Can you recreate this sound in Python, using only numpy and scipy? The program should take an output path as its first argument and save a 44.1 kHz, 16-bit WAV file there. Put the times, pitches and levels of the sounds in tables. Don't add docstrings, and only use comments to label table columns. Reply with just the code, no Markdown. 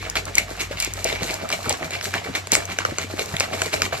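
import sys
import numpy as np
from scipy import signal
from scipy.fft import rfft, irfft
from scipy.io import wavfile

SR = 44100
rng = np.random.default_rng(int(sys.argv[2]) if len(sys.argv) > 2 else 0)


def pcm_store(signal):
    levels = np.round(np.clip(np.atleast_2d(signal), -1, 1) * 32767)
    wavfile.write(sys.argv[1], SR, levels.astype(np.int16).T)


N = 176400
T = np.arange(N) / SR
LAG_SAMPLES = {"ahead": 0, "centre": 3.03, "right": 12.35}
BUBBLE_RISE_PER_S = 1.9


def from_db(db):
    return 10 ** (np.asarray(db) / 20)


def unit_power(x):
    return x / np.sqrt(np.mean(x ** 2) + 1e-20)


def unit_energy(h):
    return h / np.sqrt(np.sum(h ** 2, axis=-1, keepdims=True))


def at_hz(points, hz):
    f, db = np.transpose(points)
    return np.interp(np.log(np.maximum(hz, 1)), np.log(f), db)


def response(points, size=4096):
    gains = from_db(at_hz(points, np.fft.rfftfreq(size, 1 / SR)))
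    cepstrum = irfft(np.log(gains))
    cepstrum[1:size // 2] *= 2
    cepstrum[size // 2 + 1:] = 0
    return irfft(np.exp(rfft(cepstrum)))


def through(x, h):
    return signal.fftconvolve(np.atleast_2d(x), np.atleast_2d(h), axes=-1)[:, :N]


def drift(per_s, count=N):
    return np.interp(np.arange(count) * per_s / SR, np.arange(2000), rng.standard_normal(2000))


def grains(per_s, spread_db):
    sizes = from_db(spread_db * np.minimum(rng.exponential(1, N), 4)) * rng.choice([-1, 1], N)
    return unit_power(sizes * (rng.random(N) < per_s / SR))


def burst(t, db, decay_s):
    return from_db(db) * rng.standard_normal(len(t)) * np.exp(-np.minimum(t / decay_s, 20))


def mic_pair(x, lag_samples):
    delay = np.exp(-2j * np.pi * np.fft.rfftfreq(2 * len(x)) * lag_samples)
    late = irfft(rfft(x, 2 * len(x)) * delay)
    return np.array([late[:len(x)], x])


def add(out, start_s, x):
    i = int(max(start_s, 0) * SR)
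    out[:, i:i + x.shape[1]] += x[:, :max(N - i, 0)]


def room_tone(hum_hz=94.8, drone_hz=51.3, dip_every_s=.2405):
    # t/s, level/dB
    drone_levels = [(0,-42),(1.33,-42.5),(1.44,-78),(4,-61)]
    # f/Hz, level/dB
    noise_colour = [(40,-29.5),(60,4),(82,15.5),(110,8.5),(190,6.5),(500,-12),(2000,-2.5),(15000,-24)]
    hum = from_db(-39) * np.sqrt(2) * np.sin(2 * np.pi * hum_hz * T + 0.5 * drift(8.1))
    hum *= 1 + 0.25 * drift(10)
    dips = ((1 + np.cos(2 * np.pi * (T - 0.345) / dip_every_s)) / 2) ** 2
    hum *= 1 - .75 * dips
    drone_gain = from_db(np.interp(T, *np.transpose(drone_levels)))
    drone = drone_gain * np.sqrt(2) * np.sin(2 * np.pi * drone_hz * T)
    mid, side = from_db(-44.5) * through(rng.standard_normal((2, N)), unit_energy(response(noise_colour)))
    return hum * from_db([[1.2], [-1.2]]) + drone + mid + from_db(-12) * side * [[1], [-1]]


def in_room(x, wet_db, t60_s=0.15, onset_s=0.0046, sway_hz=1.707, mono_below_hz=282):
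    # f/Hz, level/dB
    room_colour = [(100,10),(300,-2),(700,2.5),(2000,-2.5),(5000,0),(14000,7.5)]
    t, out = T[:SR // 3], x
    decay = np.exp(-np.log(1000) * t / t60_s) * (t > onset_s)
    bass_cut = signal.butter(2, mono_below_hz, "high", fs=SR, output="sos")
    sway = 2 * np.pi * sway_hz * T[:x.shape[1]]
    for share in (np.cos(sway), np.sin(sway)):
        mid, side = rng.standard_normal((2, len(t)))
        side = signal.sosfilt(bass_cut, side)
        tail = unit_energy(np.array([mid + side, mid - side]) * decay)
        reflections = through(share * x, through(tail, response(room_colour)))
        out = out + from_db(wet_db) * reflections[:, :x.shape[1]]
    return out


def lid_snaps():
    # t/s, level/dB
    snaps = [(0.099,-18),(.254,-22.5),(0.3535,-11),(0.382,-5),(.801,-8.5),(0.824,-14),(0.847,-15),(0.9368,-20),(1.0439,-10),(1.341,-18),
             (1.49,-19.5),(1.6942,-8.5),(2.519,-5.5),(2.654,-24.5),(3.259,-24),(3.3991,-12),(3.412,-25)]
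    # f/Hz, level/dB
    snap_colour = [(1000,-22),(3000,-10),(5200,8.5),(8000,11),(11500,-3),(15000,3.5)]
    out, t = np.zeros((2, N)), T[:SR // 3]
    lid = unit_energy(response(snap_colour))
    for start_s, db in snaps:
        crack = through(burst(t, db, decay_s=.0016), lid)[0, :len(t)]
        add(out, start_s, mic_pair(crack, LAG_SAMPLES["centre"]))
    return in_room(out, wet_db=-19)


def air_glugs(attack_s=0.0011, rough_rad=1.2):
    # t/s, f/Hz, level/dB, decay/s
    pockets = [(.3806,2187,0,0.0029),(0.512,318,-10,0.0012),(0.7089,555,-19,.007),(0.873,260,-17.5,0.0039),(1.05,627,-17.5,0.0076),(1.056,469,-14.5,0.0057),(1.125,424,-21,0.0093),
               (1.22,206.6,-22,0.013),(1.23,126,-22,0.0083),(1.423,630,-28,0.0041),(1.431,260,-21,0.0053),(1.671,264,-19.5,0.0061),(1.704,820,-15,0.0046),(3.54,400,-22,0.0079),
               (2.284,190,-24,0.02),(2.292,260,-27,0.01),(2.524,480,-14.5,0.0068),(2.92,310,-17,0.0048),(3.043,258,-24.5,0.0057),(3.138,285,-13,0.0031),(3.21,440,-29,0.023),(3.337,170,-17.5,0.0061),
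               (3.529,630,-25.5,0.015),(3.66,427,-23.5,0.011),(3.739,673,-14.5,0.0055),(3.927,663,-12,0.0042)]
    out, t = np.zeros((2, N)), T[:SR // 10]
    for start_s, hz, db, decay_s in pockets:
        phase = 2 * np.pi * hz * t * (1 + BUBBLE_RISE_PER_S * t / 2)
        phase += rough_rad * drift(477, count=len(t))
        envelope = (1 - np.exp(-t / attack_s)) * np.exp(-t / decay_s)
        add(out, start_s, mic_pair(from_db(db) * envelope * np.sin(phase), lag_samples=6.1))
    return in_room(out, wet_db=-10)


def mixer_knocks(bands_hz=(960, 1660, 4870), pitch_scatter=0.087):
    # t/s, thud, clack and tick level/dB (at bands_hz), place
    knocks = [(0.026,-19,-6,-44,"centre"),(0.155,-19,-8.5,-22,"centre"),(1.1268,-22,-1,-36,"right"),
              (1.5021,-14,-7,-27,"centre"),(1.516,-20,-7,-27,"centre"),(1.7075,-0.5,-17,-27,"centre"),(1.726,-6,-33,-23,"centre"),(1.907,-19,-13,-26,"centre"),
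              (2.0109,-43,-3,-30.5,"centre"),(2.055,-28,-4,-32,"ahead"),(2.1392,-14,-0.5,-27,"ahead"),(2.471,-9.5,-22,-26.5,"centre"),(2.519,-9,-1,-25,"right"),(2.552,-8.5,3,-11.5,"centre"),
              (2.787,-7.5,-1.5,-21.5,"centre"),(2.8501,-1.5,4,-27,"right"),(2.9842,-4,-5,-20,"centre"),(3.193,-10,-15,-25.5,"centre"),(3.366,-48,-4.5,-20.5,"centre"),
              (3.4056,-4.5,1.5,-16,"centre"),(3.6183,-10,5.5,-18,"centre"),(3.74,-32,-17,-22.5,"right"),(3.74,-22,0,-39,"right"),(3.8196,-9,1.5,-16,"centre")]
    # f/Hz, level/dB
    wall_modes = [(480,-10),(720,-8),(1100,-5),(1450,-3.5),(1900,-4.5),(2380,0.5),(2850,-3.5),(3600,4.5),(4300,9.5),(5300,15),(6200,16.5),(7400,13.5),(10500,5),(12500,-20)]
    out, t = np.zeros((2, N)), T[:SR // 3]
    hz, mode_db = np.transpose(wall_modes)
    t60_s = 0.0071 * (hz / 1000) ** -0.81
    decays = np.exp(-np.log(1000) * np.minimum(t / t60_s[:, None], 10))
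    signs = (-1) ** np.arange(len(hz))
    for start_s, thud_db, clack_db, tick_db, place in knocks:
        shift, uneven_db = rng.standard_normal((2, len(hz)))
        strike_db = at_hz(list(zip(bands_hz, (thud_db, clack_db, tick_db))), hz)
        gains = signs * from_db(mode_db + strike_db - uneven_db)
        rings = np.sin(2 * np.pi * np.outer(hz * (1 + pitch_scatter * shift), t)) * decays
        contact = burst(t, db=0.5, decay_s=.0014)
        contact[0] = 1
        crack = burst(t, tick_db - 6, decay_s=.001)
        knock = through(gains @ rings, unit_energy(contact))[0, :len(t)] + crack
        add(out, start_s, in_room(mic_pair(knock, LAG_SAMPLES[place]), wet_db=-14))
    return out


def gurgle(clicks, sizes=30, t60_cycles=12):
    # f/Hz, level/dB
    gurgle_colour = [(130,-9.5),(200,-4.5),(300,-5),(430,4),(520,-13),(640,7),(780,-2),(950,-10.5),(1150,-1.5),(1500,-6),(1900,-4.5)]
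    out, t = 0, T[:SR // 8]
    size_of_click = rng.integers(0, sizes, N)
    pitches = np.geomspace(130, 1900, sizes)
    gains = unit_power(from_db(at_hz(gurgle_colour, pitches)) * np.sqrt(pitches))
    for size, hz in enumerate(pitches):
        phase = 2 * np.pi * hz * t * (1 + BUBBLE_RISE_PER_S * t / 2)
        ring = np.sin(phase) * np.exp(-np.log(1000) * t * hz / t60_cycles)
        out = out + gains[size] * through(clicks * (size_of_click == size), unit_energy(ring))[0]
    return out


def spray(clicks):
    # f/Hz, level/dB
    spray_colour = [(500,-32),(2000,-30),(3200,-2.5),(4100,10),(4800,4),(5600,5),(7500,5.5),(11000,-2),(13000,0.5),(16000,-1.5)]
    return through(clicks, unit_energy(response(spray_colour)))[0]


def splash(clicks, lid_hz=2379, lid_t60_s=.02, lid_db=-5.5):
    # f/Hz, level/dB
    splash_colour = [(200,-49),(700,-7.5),(950,-9.5),(1400,-7.5),(1800,-5.5),(2100,1.5),(2400,0.5),(2750,2),(3100,-5),(4000,-6),(6000,-14.5),(15000,-37.5)]
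    slap = unit_energy(response(splash_colour))
    t = T[:len(slap)]
    ring = np.sin(2 * np.pi * lid_hz * t) * np.exp(-np.log(1000) * t / lid_t60_s)
    return through(clicks, unit_energy(slap + from_db(lid_db) * unit_energy(ring)))[0]


def drink_sloshes(churn_db=(-46, -60, -65), clump_db=4.5, roundness=1.5):
    # crest t/s, gurgle, splash and spray level/dB, rise/s, fall/s
    sloshes = [(.055,-39,-41,-47.5,0.085,0.1),(0.16,-28,-24,-35,0.0043,0.021),(.28,-31.5,-39,-42,0.013,0.02),(0.388,-34.5,-33.5,-38,0.038,0.029),
               (.497,-40,-47.5,-42,0.019,0.072),(0.613,-32.5,-32,-38.5,0.024,0.027),(.725,-35.5,-41,-46,0.016,0.022),(0.845,-45,-33.5,-40,0.079,0.051),
               (0.977,-35.5,-42,-38.5,0.031,0.041),(1.083,-34,-32,-42,0.042,0.12),(1.126,-40,-30.5,-42,0.013,0.034),(1.232,-30,-42,-39.5,0.027,0.029),
               (1.308,-32,-33,-36,0.04,0.05),(1.433,-32,-39.5,-39,0.04,0.032),(1.516,-29.5,-32,-34.5,0.019,0.035),(1.66,-33.5,-40.5,-39,0.066,0.086),
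               (1.721,-33,-29,-37,0.029,0.022),(1.833,-31,-40,-41,0.037,0.036),(1.943,-33.5,-32,-41.5,0.021,0.028),(2.059,-35,-39,-33,0.036,0.033),
               (2.148,-26,-23.5,-31.5,0.014,0.029),(2.264,-35.5,-43.5,-47,0.035,0.045),(2.362,-32.5,-29,-36,0.021,0.027),(2.525,-31,-22.5,-24.5,0.0086,0.021),
               (2.562,-31,-32,-37,0.0042,0.063),(2.708,-27.5,-33,-40.5,0.021,0.021),(2.803,-29,-34,-42,0.027,0.022),(2.856,-35.5,-39,-43,0.0087,0.068),
               (3.012,-36.5,-32,-39,0.037,0.03),(3.108,-36,-51,-40,0.017,0.04),(3.196,-33.5,-35,-38,0.02,0.036),(3.348,-32,-40.5,-37,0.062,0.0068),
               (3.428,-33.5,-33.5,-39,0.04,0.03),(3.532,-30.5,-29,-41.5,0.012,0.012),(3.65,-34,-38,-38.5,0.16,0.045),(3.74,-28.5,-28.5,-31,0.017,0.035),
               (3.843,-30,-33,-38.5,0.035,0.027),(3.93,-32,-35.5,-37.5,0.014,0.068)]
    power = from_db(churn_db)[:, None] ** 2 * np.ones(N)
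    for crest_s, *levels_db, rise_s, fall_s in sloshes:
        from_crest = np.maximum((crest_s - T) / rise_s, (T - crest_s) / fall_s)
        swell = np.exp(-2 * np.clip(from_crest, 0, 20) ** roundness)
        power += from_db(levels_db)[:, None] ** 2 * swell
    gurgle_gain, splash_gain, spray_gain = np.sqrt(power)
    clumps = unit_power(from_db(clump_db * drift(per_s=110)))
    bubbles = gurgle(gurgle_gain * grains(per_s=900, spread_db=2.5))
    splashes = splash(splash_gain * clumps * grains(per_s=1500, spread_db=2.5))
    drops = spray(spray_gain * clumps * grains(per_s=2500, spread_db=7.5))
    right = mic_pair(bubbles, lag_samples=5.35) * from_db([[-1.38], [1.38]])
    centre = mic_pair(splashes + drops, LAG_SAMPLES["centre"])
    return in_room(right, wet_db=-5) + in_room(centre, wet_db=-5)


def scene():
    bottles = drink_sloshes() + mixer_knocks() + lid_snaps() + air_glugs()
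    return bottles * from_db([[1.89], [0]]) + room_tone()


def record(dry):
    # f/Hz, level/dB
    width = [(250,2.5),(520,6),(1000,1.5),(2400,2.5),(3800,0),(5500,-4.5),(8000,-2.5),(12000,2)]
    # f/Hz, level/dB
    mic_colour = [(1000,0),(7600,7.5),(8500,1),(9300,-13),(10300,4.5),(13200,-2),(14600,-25),(15700,-20.5)]
    mid, side = (dry[0] + dry[1]) / 2, (dry[0] - dry[1]) / 2
    stereo = mid + through(side, response(width)) * [[1], [-1]]
    heard = through(stereo, response(mic_colour))
    bass_cut = signal.butter(4, 33, "high", fs=SR, output="sos")
    top_cut = signal.ellip(10, .2, 70, 16300, fs=SR, output="sos")
    clipped = np.clip(signal.sosfilt(bass_cut, heard), -1, 1)
    return signal.sosfilt(top_cut, clipped)


dry = scene()
out = record(dry)
pcm_store(out)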